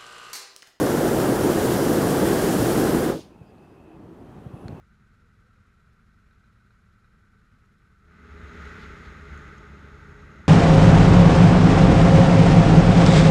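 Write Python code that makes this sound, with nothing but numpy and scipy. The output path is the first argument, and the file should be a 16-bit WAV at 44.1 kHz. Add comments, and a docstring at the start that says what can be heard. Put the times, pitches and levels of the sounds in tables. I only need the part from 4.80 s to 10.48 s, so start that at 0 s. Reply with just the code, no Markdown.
"""A single-cylinder quad bike, heard from the seat, idles in a flooded lane, then rides a gravel trail.
At idle, slow firings puff through the exhaust and shake the panels, the valve gear clatters
and water glugs faintly. The idle fades into the ride: the engine drones and eases off, valve gear
and tyres make a rushing clatter, and bumps set the body booming and a loose part ticking."""
import sys
import numpy as np
from scipy import signal
from scipy.fft import rfft, irfft, next_fast_len
from scipy.io import wavfile

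SR = 44100
rng = np.random.default_rng(int(sys.argv[2]) if len(sys.argv) > 2 else 0)


def master_out(mix):
    """Clip the mix to full scale and print it as 16-bit PCM to the path in sys.argv[1]."""
    frames = np.transpose(np.atleast_2d(mix))
    ceiling = np.clip(frames, -1, 1)
    pcm = np.round(ceiling * 32767).astype(np.int16)
    wavfile.write(sys.argv[1], SR, pcm)


N = 250488


def idling(firing_hz=10.33):
    """The engine fires once in two crank turns; its gears knock at each dead centre."""
    cycles = np.cumsum(firing_hz * (1 + .004 * drift(1.5))) / SR
    firing = strokes(cycles, length=.4, uneven_db=2.5)
    knocks = strokes(4 * cycles, length=.35, uneven_db=5)
    return idle_exhaust(cycles, firing, knocks) + idle_rattle(firing, knocks) + idle_ticking()


# pipe tones: firing_multiple, level_db
IDLE_PIPE_TONES = [(3, -68.5), (5, -69.5), (6, -78.5), (7, -73), (9, -75.5), (11, -72), (14, -78),
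                   (16, -73.5), (19, -72), (21, -77)]
# exhaust puffs: freq_hz, gain_db
CHUG_SPECTRUM = [(12, -48), (20, -7.5), (38, -1.5), (75, 3), (102, 2), (121, -1), (136, -4), (200, -9.5),
                 (242, -5), (274, -19), (300, -21.5), (390, -54), (660, -120)]
def idle_exhaust(cycles, firing, knocks):
    """Each firing puffs through the pipe, whose tones sag in between."""
    chug = from_db(-61.5) * colour(throbbing(firing + .4 * knocks, depth=.9), CHUG_SPECTRUM)
    pipe = exhaust_lines(cycles, IDLE_PIPE_TONES, waver_db=1) * rms_one(1 + .087 * firing)
    return chug + pipe


# panel response: freq_hz, gain_db
IDLE_PANEL_SPECTRUM = [(160, -34), (270, -14.5), (324, -1), (371, -4.5), (418, -1.5), (534, -11),
                       (581, -11.5), (970, -14.5), (1050, -23.5), (1360, -8), (2310, -120)]
# valve clatter: freq_hz, gain_db
IDLE_VALVE_SPECTRUM = [(590, -40), (1000, -14.5), (1320, 1.5), (1350, 3), (1430, -1), (1550, 0),
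                       (1670, -10), (1920, -6.5), (2270, -12.5), (2450, -13), (2900, -23.5), (3770, -62),
                       (6380, -120)]
# engine case modes: freq_hz, level_db, t60_s
CASE_RINGS = [(1370, -80, 0.11), (1513, -79.5, 0.15), (3980, -94.5, 0.013), (6800, -100.5, 0.016)]
def idle_rattle(firing, knocks):
    """Firings shake the panels; the valve gear clatters in step and rings the case."""
    panels = from_db(-75) * colour(throbbing(firing, depth=.11), IDLE_PANEL_SPECTRUM)
    clatter = from_db(-68) * colour(throbbing(firing + .8 * knocks, depth=.2), IDLE_VALVE_SPECTRUM)
    case = sum(from_db(db) * rms_one(ring(throbbing(firing + knocks, depth=.4), hz, t60_s))
               for hz, db, t60_s in CASE_RINGS)
    return panels + clatter + case


# ticking hiss: freq_hz, gain_db
TICKING_SPECTRUM = [(1590, -21), (2700, -1), (3040, -0.5), (4090, 0), (4690, -5), (5140, -3), (6100, -7),
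                    (6600, -5), (8760, -12), (12200, -11.5), (13000, -23)]
def idle_ticking(rate_hz=15.1):
    """A light, bright ticking runs at its own pace."""
    ticking = strokes(seconds() * rate_hz, length=.22, uneven_db=3)
    return from_db(-80) * colour(throbbing(ticking, depth=.12), TICKING_SPECTRUM)


# drone at five times the firing rate: time_s, pitch_hz
DRONE_PITCH = [(3.3, 171.1), (3.87, 166.8), (4.45, 154.2), (4.59, 144.8), (5.1, 142.1), (5.68, 145.5)]
# pipe tones under load: firing_multiple, gain_db
RIDE_PIPE_TONES = [(2, -5.5), (5, -0.5), (6, -7), (7, -4), (8, -15.5), (10, -14), (12, -14)]
def riding():
    """The exhaust drones under load; panels, valve gear and tyre noise pulse with the engine."""
    firing_hz = in_time(DRONE_PITCH) / 5 * (1 + .006 * drift(12))
    cycles = np.cumsum(firing_hz) / SR
    firing = strokes(cycles, length=.92, uneven_db=3)
    valves = strokes(3 * cycles, length=.3, uneven_db=4)
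    drone_gain = with_effort(-52, slope=.45) * from_db(2 * drift(23))
    drone = drone_gain * exhaust_lines(cycles, RIDE_PIPE_TONES, waver_db=.66)
    return drone + ride_clatter(firing, valves) + ride_panels(cycles, firing) + tyres(firing, valves)


# how hard the quad is driven: time_s, effort_db
EFFORT_CURVE = [(3.6, -51.5), (3.86, -46), (4.47, -50.5), (4.53, -48.5), (4.94, -53), (5.68, -54)]
def with_effort(full_db, slope):
    """Gain of full_db at peak effort, falling by slope dB per dB of effort."""
    effort_db = in_time(EFFORT_CURVE)
    return from_db(full_db + slope * (effort_db - effort_db.max()))


# valve clatter under load: freq_hz, gain_db
RIDE_VALVE_SPECTRUM = [(590, -27), (1000, -16.5), (1240, 0.5), (1450, 1), (1550, 0), (1710, -7.5),
                       (1940, -3), (2070, -3), (2320, -13.5), (2560, -21), (2900, -31.5), (3770, -37),
                       (6380, -120)]
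def ride_clatter(firing, valves):
    """The valve gear rattles; harder contacts are brighter, so the top grows with effort."""
    rattle = colour(throbbing(firing + valves, depth=.059), RIDE_VALVE_SPECTRUM)
    top = signal.sosfiltfilt(signal.butter(2, 1750, "high", fs=SR, output="sos"), rattle)
    top_lift = with_effort(.8, slope=.8) - 1
    return with_effort(-45.5, slope=.8) * (rattle + top_lift * top)


# panel response under load: freq_hz, gain_db
RIDE_PANEL_SPECTRUM = [(160, -25.5), (270, -4.5), (296, -13.5), (324, -3), (367, -11), (419, 2.5),
                       (432, -7.5), (464, -11), (578, -13), (631, -12), (700, -20), (882, -11.5),
                       (1000, -23), (1300, -23), (2200, -120)]
def ride_panels(cycles, firing):
    """Firings kick the plastic panels; one picks out the engine tones that pass its pitch."""
    shake = with_effort(-52, slope=.68) * colour(throbbing(firing, depth=.13), RIDE_PANEL_SPECTRUM)
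    kicks = np.diff(np.floor(cycles), prepend=0) * (1 + .88 * rng.standard_normal(N))
    note = with_effort(-56.5, slope=1.47) * rms_one(ring(kicks, hz=426, t60_s=.14))
    return shake + note


# tyre rumble: freq_hz, gain_db
RUMBLE_SPECTRUM = [(19, -29), (33, -3), (76, -0.5), (118, -8), (151, -16.5), (200, -8), (269, -20.5),
                   (300, -23), (390, -55), (660, -120)]
# gravel crunch: freq_hz, gain_db
GRAVEL_SPECTRUM = [(1470, -22), (2500, 1.5), (2950, -5), (3940, -5), (4590, -12), (5490, -11.5),
                   (5920, -17.5), (6430, -11), (6660, -11.5), (8190, -24.5), (11900, -31), (13000, -29)]
def tyres(firing, valves):
    """The tyres rumble and crunch over gravel."""
    rumble = with_effort(-48, slope=.42) * colour(throbbing(firing, depth=.36), RUMBLE_SPECTRUM)
    crunch = grains(30000, spread_db=3.5) * (1 + .092 * valves)
    return rumble + with_effort(-57, slope=1.11) * colour(crunch, GRAVEL_SPECTRUM)


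BODY_HZ = 73.34
# trail jolts: start_s, strength_db
JOLTS = [(3.4, -27), (3.51, -24), (3.625, -20), (3.775, -23), (4.105, -22), (4.18, -24), (4.26, -19.5),
         (4.5, -19.5), (5.03, -26.5), (5.4, -26)]
def bumps():
    """Soft tyres round off each jolt that rings the body."""
    soft = signal.butter(1, [BODY_HZ * .94, BODY_HZ * 1.05], "band", fs=SR, output="sos")
    return signal.sosfilt(soft, ring(blows(JOLTS), BODY_HZ, t60_s=.062))


def body_boom():
    """The trail keeps the body swaying near resonance, unsteady in pitch and strength."""
    hz = BODY_HZ - 2 + 2.16 * drift(5.7)
    gain = with_effort(-48.5, slope=.8) * from_db(3.3 * drift(15))
    return gain * np.sqrt(2) * np.sin(2 * np.pi * np.cumsum(hz) / SR)


# grit sprays: start_s, length_s, level_db
GRIT_SPRAYS = [(3.833, 0.07, -65), (3.98, 0.087, -59), (4.224, 0.062, -63), (4.511, 0.063, -72)]
def sprays():
    """The tyres fling fine grit against the mudguards."""
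    swell = sum(from_db(db) * np.sin(np.pi * progress(start_s, length_s))
                for start_s, length_s, db in GRIT_SPRAYS)
    grit = grains(8000, spread_db=2.5)
    return swell * colour(grit, [(2000, -4), (3500, 7), (4800, 2), (7000, -15), (12000, -22)])


# hard strikes: start_s, strength_db
PART_STRIKES = [(4.576, -52), (4.6176, -58), (4.7815, -54)]
# loose part modes: freq_hz, gain_db, t60_s
PART_MODES = [(6470, -8, 0.03), (6600, -12, 0.036), (7160, -12, 0.011)]
def loose_part():
    """A small metal part jingles against its seat and now and then strikes harder."""
    buzz = from_db(-92) * grains(1200, spread_db=6) * np.interp(seconds(), [3.3, 4.8], [.4, 1])
    touches = buzz + from_db(2.5) * blows(PART_STRIKES)
    return sum(from_db(db) * ring(touches, hz, t60_s) for hz, db, t60_s in PART_MODES)


# taps on the case: start_s, strength_db
CASE_TAPS = [(.35, -70), (.765, -65), (1.51, -61), (1.545, -67), (1.64, -63), (1.907, -61.5), (2.245, -61)]
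# tapped case modes: freq_hz, gain_db, t60_s
TAP_MODES = [(1500, 4.5, 0.033), (2440, -8, 0.048), (3800, -13.5, 0.058), (4100, -14, 0.071),
             (5250, -18, 0.016)]
def clinks():
    """Light metal taps ring the idling engine's case."""
    return sum(from_db(db) * ring(blows(CASE_TAPS), hz, t60_s) for hz, db, t60_s in TAP_MODES)


# water glugs: start_s, length_s, start_hz, end_hz, peak_db
WATER_GLUGS = [(0.407, 0.084, 485, 467, -74.5), (0.623, 0.077, 470, 516, -71),
               (.755, 0.066, 540, 474, -72.5)]
def glugs():
    """Water glugs in short hollow tones that swell and slide."""
    out = np.zeros(N)
    for start_s, length_s, start_hz, end_hz, peak_db in WATER_GLUGS:
        along = progress(start_s, length_s)
        hz = start_hz + (end_hz - start_hz) * along + 12 * drift(40)
        out += from_db(peak_db) * np.sin(np.pi * along) * np.sin(2 * np.pi * np.cumsum(hz) / SR)
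    return out


def hiss():
    """A thin steady hiss under the ride."""
    return from_db(-88) * colour(rng.standard_normal(N), [(8000, -4), (10000, 5), (13000, -1)])


def exhaust_lines(cycles, tones, waver_db):
    """Pipe tones locked to the firing, each wavering in strength."""
    out = np.zeros(N)
    for multiple, db in tones:
        gain = from_db(db + waver_db * drift(3.2))
        out += gain * np.sqrt(2) * np.sin(2 * np.pi * (multiple * cycles + rng.random()))
    return out


def strokes(cycles, length, uneven_db):
    """One uneven burst a cycle, swelling and dying; length in cycles, rms 1."""
    strength = from_db(uneven_db * rng.uniform(-1, 1, N))[cycles.astype(int)]
    age = (cycles % 1) / length
    return rms_one(strength * age * np.exp(-2 * age))


def throbbing(beat, depth):
    """Noise that swells with a beat; rms 1."""
    return rms_one(rng.standard_normal(N) * (1 + depth * beat))


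def grains(per_s, spread_db):
    """Random contacts, mostly small, a few large; rms 1."""
    sizes = from_db(spread_db * np.minimum(rng.exponential(1, N), 4)) * rng.choice([-1, 1], N)
    return rms_one(sizes * (rng.random(N) < per_s / SR))


def blows(rows):
    """One click per row."""
    out = np.zeros(N)
    for start_s, db in rows:
        out[round(start_s * SR)] = from_db(db)
    return out


def ring(clicks, hz, t60_s):
    """A unit click rings a decaying sine of height 1."""
    radius, angle = from_db(-60 / (t60_s * SR)), 2 * np.pi * hz / SR
    return signal.lfilter([0, np.sin(angle)], [1, -2 * radius * np.cos(angle), radius ** 2], clicks + 1e-18)


def colour(x, spectrum):
    """Filter by rows of freq_hz, gain_db, falling 60 dB an octave past the ends; rms 1."""
    hz, db = np.transpose(spectrum)
    size = next_fast_len(N + SR // 2)
    octave = np.log2(np.maximum(np.arange(size // 2 + 1) * SR / size, 1))
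    outside = np.abs(octave - np.clip(octave, np.log2(hz[0]), np.log2(hz[-1])))
    gain = from_db(np.interp(octave, np.log2(hz), db) - 60 * outside)
    return rms_one(irfft(rfft(x, size) * gain, size)[:N])


def drift(rate_hz):
    """Slow random wander; rms about 1."""
    hop, settle = 40, 2000
    pole = np.exp(-2 * np.pi * rate_hz * hop / SR)
    noise = rng.standard_normal(N // hop + settle + 2)
    slow = signal.lfilter([1], [1, -2 * pole, pole ** 2], noise)[settle:]
    return np.interp(np.arange(N) / hop, np.arange(len(slow)), rms_one(slow))


def progress(start_s, length_s):
    """A ramp from 0 to 1."""
    return np.clip((seconds() - start_s) / length_s, 0, 1)


def in_time(rows):
    """Rows of time_s, value, interpolated to every sample."""
    return np.interp(seconds(), *np.transpose(rows))


def seconds():
    return np.arange(N) / SR


def from_db(db):
    return 10 ** (np.asarray(db) / 20)


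def rms_one(x):
    return x / np.sqrt(np.mean(x ** 2) + 1e-20)


def scene():
    """The idle drops out quickly midway through the ride's fade-in."""
    idle_out = progress(start_s=3.37, length_s=.03)
    ride_in = progress(start_s=3.194, length_s=.424)
    idle = idling() + clinks() + glugs()
    ride = riding() + body_boom() + bumps() + sprays() + loose_part()
    return ((1 - idle_out) * idle + ride_in * ride + idle_out * hiss())[None]


def record(dry):
    """Steep low-pass at 13 kHz."""
    return signal.sosfilt(signal.ellip(10, .1, 70, 13000, fs=SR, output="sos"), dry)


dry = scene()
out = record(dry)
master_out(out)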